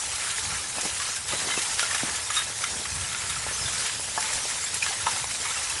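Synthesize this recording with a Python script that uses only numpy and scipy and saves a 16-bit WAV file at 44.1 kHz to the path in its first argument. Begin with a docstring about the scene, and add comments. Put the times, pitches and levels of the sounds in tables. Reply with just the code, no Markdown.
"""A front of clinkery lava creeps forward at night, heard outdoors through one small microphone.
From the start, shaped noise and tiny damped sines hiss and crackle over a low noise rumble of light wind.
Soon the crust snaps in noise bursts, rustles in swelling noise and, until about halfway, slumps dully.
Loose pieces then clink as short sine rings and knock as single pushes; plates click in very short noise.
About a second in comes the first of a few thin, breathy whistles."""
import sys
import numpy as np
from scipy import signal
from scipy.fft import rfft, irfft, next_fast_len
from scipy.io import wavfile
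from scipy.ndimage import uniform_filter1d, map_coordinates

SR = 44100
rng = np.random.default_rng(int(sys.argv[2]) if len(sys.argv) > 2 else 0)


def transcribe(u):
    """Save the signal u as a 16-bit wav file named by the first command-line argument.

    u: samples, shape (n,) or (channels, n), limited to [-1, 1]; the rate is SR.
    q: integer samples, one column per channel.
    """
    v = np.clip(np.atleast_2d(u).T, -1, 1)
    q = np.round(v * 32767).astype(np.int16)
    wavfile.write(sys.argv[1], SR, q)


N = 255780

# how busily the front crumbles: (time [s], activity [dB])
ACTIVITY = [(0, -0.4), (.55, 0), (.73, -2), (.78, 0), (.92, -0.5), (1.12, 0), (1.2, -2.5), (1.26, -2.8),
            (1.31, 1), (1.92, 1), (2.25, -0.4), (2.5, -0.9), (2.95, -1.5), (3.03, -0.9), (3.4, -1),
            (3.55, 0.5), (3.88, 1.36), (3.94, -1), (4.08, -1.5), (4.22, 1.1), (4.62, 1), (4.69, -0.4),
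            (4.76, 0.3), (4.9, 1.5), (4.99, -0.7), (5.1, 1), (5.27, -0.7), (5.45, 0.2), (5.8, 0)]
# spectrum of gas and fine grit: (frequency [Hz], relative level [dB])
HISS_SPECTRUM = [(150, -11.5), (400, -10), (1000, -4.5), (2500, -3), (4500, -3.5), (5100, -0.5),
                 (6600, -0.5), (7400, 1.5), (8000, 0.7), (8300, -0.35), (9000, 1), (10600, -0.7),
                 (11200, -7)]
# spectrum of the crumbling crust: (frequency [Hz], relative level [dB])
CRUST_SPECTRUM = [(200, -42.5), (450, -3.5), (700, -7.5), (900, 2), (1150, -8), (1400, -7), (2000, -2.5),
                  (3000, -7.5), (4200, -2.5), (6500, -3), (11000, -8.5)]
# resonant hollows in the rubble: (centre [Hz], width [Hz], lift at unit depth [dB])
HOLLOW_MODES = [(923, 53, -2), (1342, 52, 7), (1690, 79, 4), (2070, 26, 2), (2610, 99, 2), (3024, 260, 2.5),
                (3750, 46, 4.5)]
# spectrum of wind at the microphone: (frequency [Hz], relative level [dB])
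WIND_SPECTRUM = [(20, -56), (35, -43), (48, -20), (62, 0.5), (95, 0), (130, -4), (200, -12.5), (350, -23),
                 (900, -20), (3000, -39.5)]
# gusts: (middle [s], length [s], relative level [dB])
WIND_GUSTS = [(.5, 0.16, -49), (1.34, 0.067, -52), (2.95, 0.11, -42), (3.03, 0.051, -42),
              (3.4, 0.75, -51.5), (3.635, .075, -40), (3.98, .06, -47), (5.15, 0.34, -58)]
# the crust snaps and sheds grit: (time [s], relative crunch level [dB], brightness [dB], t60 [s])
CRUST_SNAPS = [(.156, -33, 12.5, .04), (.307, -25.5, 2, 0.059), (0.811, -28, 10, .034),
               (0.855, -28.5, 4.5, 0.078), (.998, -31, -4, .04), (1.018, -28.5, 0, 0.056),
               (1.162, -29.5, 7.5, 0.044), (1.284, -29, 5.5, 0.095), (1.504, -30, -6, .025),
               (1.512, -28.5, 1, .08), (1.54, -29, 3, .04), (1.586, -26.5, 2.5, 0.073),
               (1.62, -32, 9.5, 0.126), (1.738, -35, 10.5, 0.11), (1.794, -22.5, -1, .06),
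               (1.805, -27, 7, .08), (1.826, -28.5, 7.5, .075), (1.908, -26.5, 1, .06),
               (1.946, -22, 1.5, 0.051), (1.979, -28, 6, .035), (2.158, -29.5, 7.5, 0.046),
               (2.302, -27.5, -2, 0.055), (2.338, -28, 5.5, 0.19), (2.366, -23, 2.5, 0.119),
               (2.64, -22, 2.5, 0.032), (2.855, -30, -4.5, 0.045), (3.009, -36, 6, .04),
               (3.298, -27, 4, 0.077), (3.727, -33, 9, 0.1), (3.862, -28, 4, 0.058), (3.895, -31, -4, .04),
               (4.205, -33.5, 14, .031), (4.335, -30, 9.5, 0.026), (4.743, -33, 14, .042),
               (4.853, -37, 8, .12), (5.065, -25.5, 0, 0.045), (5.112, -29, 6, .06),
               (5.311, -28, 4.5, 0.049), (5.449, -30, 3, 0.082), (5.698, -32, 10, 0.038)]
# a snap's body, crunch and spray: (low edge [Hz], high edge [Hz])
BODY_CRUNCH_SPRAY = [(950, 2100), (2100, 4000), (4900, 11500)]
# a patch of crust crumbles softly: (middle [s], length [s], level [dB])
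CRUMBLING_PATCHES = [(.25, 0.13, -36), (.54, 0.086, -36), (.79, 0.062, -39), (1.11, 0.081, -39.5),
                     (1.33, .076, -38.5), (2.0, 0.413, -39.5), (2.41, .046, -35), (3.27, 0.85, -41),
                     (3.5, 0.051, -40.5), (4.26, 0.1, -37), (5.55, 0.35, -44.5)]
# loose rubble gives way: (middle [s], length [s], relative level [dB])
RUBBLE_SLUMPS = [(0.775, 0.0406, -38), (0.855, 0.07, -38.5), (1.339, 0.054, -39.5), (1.45, 0.177, -39.5),
                 (1.58, 0.013, -34), (2.103, 0.091, -39), (2.77, 0.156, -41.5)]
# dull spectrum of slumping rubble: (frequency [Hz], relative level [dB])
SLUMP_SPECTRUM = [(50, -22), (130, -1), (300, -3.5), (550, -3.5), (900, -4.5), (2000, -17)]
# larger glassy pieces ring, and near 4.18 s the hollows ring after a knock: (time [s], pitch [Hz], relative
# level [dB], t60 [s])
GLASSY_PIECES = [(0.779, 2560, -23.5, 0.059), (.998, 1150, -19, 0.04), (1.161, 5320, -15, 0.024),
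                 (1.164, 1592, -24.5, 0.083), (1.282, 7630, -22, .033), (1.324, 1234, -19, 0.035),
                 (1.51, 3090, -6.5, .016), (1.514, 3720, -22, .025), (1.514, 2075, -20, 0.057),
                 (1.531, 2082, -21, 0.078), (1.569, 2620, -12.5, 0.025), (1.803, 3190, -24, .03),
                 (1.827, 1397, -14.5, 0.0415), (1.833, 3280, -20, .03), (1.909, 1790, -16, .03),
                 (1.933, 2450, -16, .033), (1.946, 1731, -19, .03), (1.946, 3790, -17, .03),
                 (1.98, 2850, -17, 0.031), (2.302, 1215, -18, .05), (2.305, 6840, -10, .02),
                 (2.35, 7410, -23, .06), (2.366, 3716, -15, 0.089), (2.368, 1242, -19.5, .07),
                 (2.638, 1379, -12, 0.029), (2.64, 2950, -19, .022), (2.642, 2030, -23.5, 0.084),
                 (3.008, 3270, -23, .04), (3.041, 2930, -20, 0.033), (3.145, 1410, -12.5, 0.02),
                 (3.362, 1343, -21, .04), (3.484, 1760, -22, .045), (3.658, 3550, -16.5, 0.035),
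                 (4.1762, 1710, -11, 0.025), (4.18, 890, -16, 0.024), (4.176, 530, -22, 0.025),
                 (4.24, 880, -24, .05), (4.642, 7420, -17, 0.043), (4.759, 4150, -24, .055),
                 (4.8245, 2470, 0, 0.022), (4.906, 780, -25.5, .05), (5.066, 922, -10, 0.04),
                 (5.067, 1320, -13, 0.03), (5.079, 980, -11, 0.03), (5.179, 7240, -19.5, .047),
                 (5.452, 1250, -20.5, .035), (5.457, 950, -24, 0.064), (5.466, 2230, -26, 0.087),
                 (5.573, 2730, -23, 0.062), (5.697, 2674, -23, 0.092), (5.701, 5330, -17, 0.033)]
# porous lumps land with hardly any ring: (time [s], pitch [Hz], relative level [dB])
POROUS_LUMPS = [(0.7841, 750, -20), (.833, 600, -30), (0.862, 447, -27), (1.338, 560, -24.5),
                (1.473, 350, -26.5), (1.489, 1290, -18), (1.576, 323, -23.5), (1.575, 1010, -23),
                (1.829, 700, -22.5), (1.931, 786, -26.5), (1.949, 705, -24.5), (2.033, 630, -20.5),
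                (2.0349, 232, -21.5), (2.304, 910, -24), (3.466, 780, -20), (3.512, 474, -29),
                (3.997, 520, -29), (4.1772, 1020, -13), (4.178, 630, -19.5), (4.1826, 850, -20),
                (4.454, 654, -25), (4.8646, 1520, -15), (5.0682, 1370, -16), (5.072, 1200, -15),
                (5.075, 1194, -21), (5.16, 935, -23.5), (5.2423, 1005, -19)]
# thin plates of crust part: (time [s], pitch [Hz], relative level [dB])
PARTING_PLATES = [(0.855, 1700, -22), (1.0002, 2800, -18), (1.0186, 2200, -20), (1.325, 1800, -22.5),
                  (1.349, 1600, -19), (1.4889, 3000, -28), (1.5125, 3300, -19), (1.5745, 2400, -20),
                  (1.588, 3000, -24), (1.7942, 3400, -11), (1.8296, 2400, -17.5), (2.3036, 2400, -25),
                  (2.3656, 3400, -23.5), (2.393, 7400, -14), (2.6418, 3600, -13.5), (3.1301, 2300, -16.5),
                  (3.1484, 1800, -16.5), (3.6629, 4500, -23), (4.3353, 6000, -13), (4.8649, 2100, -15.5),
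                  (5.2429, 1800, -21), (5.7, 4500, -21)]
# gas whistles through a crack: (middle [s], length [s], pitch [Hz], fall [octaves/s], relative level [dB])
GAS_WHISTLES = [(1.06, .16, 5970, 0.74, -41), (1.38, .16, 3930, 0, -39), (1.505, .05, 3100, 0.12, -35),
                (1.535, .035, 3870, 0.098, -34), (3.555, 0.061, 6170, .5, -33.5),
                (3.628, .075, 5190, 1.5, -33), (5.64, .15, 5990, .4, -38)]

HISS_DB, CRUST_DB = -30.5, -36.5  # levels at 0 dB activity
CRUST_GROWS = 2.06  # crackle dB per dB of activity
BREEZE_DB = -51  # between gusts, relative to the gust levels
FLAKE_CYCLES = 14  # typical cycles for a flake's ring to fall to 1/e
RISE_SHARE = .04  # time constant of a snap's rise as a share of its t60
RUB_BLUR, RUB_DB = .3, 2  # wavering of a rubbing piece: phase [radians], level [dB]
TOP_HZ = 11250  # band limit of the recorder


def amp(db):
    """Turn decibels into gain."""
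    return 10 ** (np.asarray(db) / 20)


def unit(x):
    """Bring a sound to rms 1."""
    return x / np.sqrt(np.mean(x ** 2) + 1e-20)


def curves(rows):
    """Draw one value per sample for each column after the time."""
    s, *cols = np.transpose(rows)
    return [np.interp(np.arange(N) / SR, s, c) for c in cols]


def wobble(rate):
    """A smooth random curve through this many knots a second."""
    knots = rng.standard_normal(int(N * rate / SR) + 4)
    return map_coordinates(knots, [np.arange(N) * rate / SR])


def filtered(x, response):
    """Shape a sound by a gain that depends on frequency."""
    m = next_fast_len(len(x) + SR // 10)
    spectrum = rfft(x, m) * response(np.fft.rfftfreq(m, 1 / SR))
    return irfft(spectrum, m)[:len(x)]


def coloured(x, spectrum):
    """Shape a sound by (frequency [Hz], level [dB]) points, at rms 1."""
    f, db = np.transpose(spectrum)
    return unit(filtered(x, lambda hz: amp(np.interp(np.log(hz + 1), np.log(f), db))))


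def band(x, low_hz, high_hz, order=4):
    """Causal band-pass."""
    edges = [low_hz, min(high_hz, SR / 2 - 1)]
    return signal.sosfilt(signal.butter(order, edges, "band", fs=SR, output="sos"), x)


def add(track, s, sound):
    """Mix a sound into the track at time s."""
    part = track[max(round(s * SR), 0):][:len(sound)]
    part += sound[:len(part)]


def swells(rows):
    """Summed gain of bell-shaped swells; each length spans the points at 1/e of the peak."""
    t = np.arange(N) / SR
    return sum(amp(db) * np.exp(-(2 * (t - s) / length) ** 2) for s, length, db in rows)


def patchy(depth_db, size=512):
    """Noise whose bands swell and fade independently."""
    z = signal.stft(rng.standard_normal(N), nperseg=size)[2]
    across_bands = uniform_filter1d(rng.standard_normal(z.shape), size=5, axis=0)
    field = uniform_filter1d(across_bands, size=7, axis=1)
    return unit(signal.istft(z * amp(depth_db * unit(field)), nperseg=size)[1][:N])


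def grains(count, low_hz, high_hz, cycles, spread_db, size=700):
    """Tiny fractures at random times: damped sines, many faint and a few strong."""
    when, pitch, life, strength = rng.random((count, 4)).T[:, :, None]
    hz = low_hz + (high_hz - low_hz) * pitch
    t = np.arange(size) / SR
    gain = amp(-spread_db * np.log(np.maximum(strength, .02)))
    decay = np.exp(-t * hz / (cycles * (.5 + life)))
    waves = gain * np.sin(2 * np.pi * hz * t) * decay
    places = (when * N).astype(int) + np.arange(size)
    return unit(np.bincount(places.ravel(), waves.ravel(), N)[:N])


def hollow(x, depth=1):
    """Hollows in the rubble resonate, colouring narrow bands of the sound."""
    def response(hz):
        return amp(depth * sum(db / (1 + (2 * (hz - centre) / width) ** 2)
                               for centre, width, db in HOLLOW_MODES))
    return filtered(x, response)


def front(hiss_grain=0.17, crust_grain=0.5, chink=0.39, tick=0.13, hiss_slide_db=0.69, crust_slide_db=1.2):
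    """Gas and fine grit hiss over the coarser crackle of crumbling crust; small slides sway both."""
    activity_db, = curves(ACTIVITY)
    slides = wobble(48)
    grit = grains(count=3500, low_hz=2970, high_hz=11050, cycles=5.96, spread_db=3.5, size=300)
    # hairline cracks close by give single dry ticks
    ticks = grains(count=400, low_hz=1470, high_hz=5520, cycles=0.6, spread_db=2.0, size=200)
    fizz = patchy(depth_db=2.5) + hiss_grain * grit + tick * ticks

    crumbs = grains(count=1800, low_hz=1200, high_hz=6000, cycles=1.5, spread_db=2.5)
    # small glassy flakes ring briefly as they trickle down
    flakes = grains(count=900, low_hz=1106, high_hz=4232, cycles=FLAKE_CYCLES, spread_db=2.5, size=900)
    crackle = patchy(depth_db=3.0, size=1024) + crust_grain * crumbs + chink * flakes

    hiss_gain = amp(HISS_DB + activity_db + hiss_slide_db * slides)
    crust_gain = amp(CRUST_DB + CRUST_GROWS * activity_db + crust_slide_db * slides)
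    return hiss_gain * coloured(fizz, HISS_SPECTRUM) + crust_gain * coloured(hollow(crackle), CRUST_SPECTRUM)


def wind(level_db=0.6, flutter_db=1.0):
    """Soft low buffeting: a fluttering breeze with a few gusts."""
    strength = amp(BREEZE_DB + flutter_db * wobble(12.0)) + swells(WIND_GUSTS)
    return amp(level_db) * strength * coloured(rng.standard_normal(N), WIND_SPECTRUM)


def snaps(lead_s=.012, rough=0.29, ragged_db=-0.5, trickle=0.13, trickle_t60=0.43, level_db=-4.0):
    """A quick run of micro-fractures sounds in the hollows and dies away in falling grit."""
    out, t = np.zeros(N), np.arange(SR // 5) / SR - lead_s
    age = np.maximum(t, 0)
    for s, crunch_db, bright_db, t60 in CRUST_SNAPS:
        rough_noise = rng.standard_normal(len(t)) * np.exp(rough * wobble(2497)[:len(t)])
        fractures = hollow(rough_noise, depth=1.6)
        rise = 1 / (1 + np.exp(-t / (RISE_SHARE * t60)))
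        fall = amp(-60 * age / t60) + trickle * amp(-60 * age / trickle_t60)
        envelope = rise * fall * amp(level_db + ragged_db * wobble(180)[:len(t)])
        # a bright snap has more spray and less body
        levels_db = crunch_db - bright_db, crunch_db, crunch_db + bright_db
        burst = sum(amp(db) * unit(band(fractures, *edges)) for db, edges in zip(levels_db, BODY_CRUNCH_SPRAY))
        add(out, s - lead_s, envelope * burst)
    return out


def scatter(x, t60=0.077):
    """The rubble slope throws back a short diffuse echo."""
    t = np.arange(SR // 4) / SR
    tail = rng.standard_normal(len(t)) * amp(-60 * t / t60) * (1 - np.exp(-t / 0.015))
    return signal.fftconvolve(x, tail / np.linalg.norm(tail))[:N]


def rustles(rough=0.13, low_hz=1150, high_hz=2500):
    """Coarse crumbs rub and roll over the hollows."""
    crumbs = rng.standard_normal(N) * np.exp(rough * wobble(400))
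    return swells(CRUMBLING_PATCHES) * unit(hollow(band(crumbs, low_hz, high_hz, order=2)))


def slumps(rough=0.44, level_db=1):
    """Many soft contacts swell and fade as a patch of rubble gives way."""
    contacts = rng.standard_normal(N) * np.exp(rough * wobble(300))
    return amp(level_db) * swells(RUBBLE_SLUMPS) * coloured(contacts, SLUMP_SPECTRUM)


def chips(count=40, low_hz=3000, high_hz=8200, middle_db=-23.5, spread_db=2, t60=0.03):
    """Small pieces drop at random: rows like those of the larger ones."""
    return [(when * N / SR, low_hz * (high_hz / low_hz) ** pitch, middle_db + spread_db * (2 * strength - 1), t60)
            for when, pitch, strength in rng.random((count, 3))]


def clinks(rise_s=0.0038, level_db=-1.0):
    """A piece rings in one main mode; rubbing on its neighbours blurs the pitch and makes it chatter."""
    out, t = np.zeros(N), np.arange(SR // 8) / SR
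    for s, hz, db, t60 in GLASSY_PIECES + chips():
        phase = 2 * np.pi * hz * t + RUB_BLUR * wobble(430)[:len(t)]
        chatter_db = RUB_DB * wobble(364)[:len(t)]
        envelope = amp(db + level_db + chatter_db - 60 * t / t60) * (1 - np.exp(-t / rise_s))
        add(out, s, envelope * np.sin(phase))
    return out


def knocks(cycles=0.57, settle=0.13, settle_t60=0.089, level_db=-1):
    """A lump gives one short push, then a brief rattle as it settles."""
    out, t = np.zeros(N), np.arange(SR // 8) / SR
    for s, hz, db in POROUS_LUMPS:
        age = hz * t - 2  # cycles since the height of the contact
        push = np.sin(2 * np.pi * age) * np.exp(-(age / cycles) ** 2)
        grit = rng.standard_normal(len(t)) * (age > -1)
        rattle = unit(band(grit, 0.776 * hz, 1.19 * hz)) * amp(-60 * t / settle_t60)
        add(out, s - 1.5 / hz, amp(db + level_db) * (push + settle * rattle))
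    return out


def cracks(t60=0.0101, octaves=0.91, level_db=-5):
    """A plate parts at once: a dry click of band noise, with no shaped rise and a very short decay."""
    out, t = np.zeros(N), np.arange(SR // 30) / SR
    for s, hz, db in PARTING_PLATES:
        noise = rng.standard_normal(len(t))
        splinters = unit(band(noise, hz / 2 ** octaves, hz * 2 ** octaves, order=2))
        add(out, s, amp(db + level_db - 60 * t / t60) * splinters)
    return out


def whistles(breath=0.88, flutter_db=3):
    """Gas in a widening crack gives a breathy, fluttering tone that in most cases sinks."""
    out, t = np.zeros(N), np.arange(N) / SR
    for s, length, hz, fall, db in GAS_WHISTLES:
        pitch = hz * 2 ** (-fall * np.clip(t - s, -length, length))
        phase = 2 * np.pi * np.cumsum(pitch) / SR + breath * wobble(500)
        out += swells([(s, length, db)]) * amp(flutter_db * wobble(90)) * np.sin(phase)
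    return out


def scene(echo_db=-11):
    """Everything reaches one microphone, so both channels are alike."""
    breaking = snaps() + clinks() + knocks() + cracks()
    echo = amp(echo_db) * scatter(breaking)
    mono = front() + wind() + breaking + echo + rustles() + slumps() + whistles()
    return np.array([mono, mono])


def record(dry):
    """The recorder cuts off steeply at its band limit."""
    def low_pass(hz):
        return 1 / np.sqrt(1 + (hz / TOP_HZ) ** 200)
    return np.array([filtered(channel, low_pass) for channel in dry])


dry = scene()
out = record(dry)
transcribe(out)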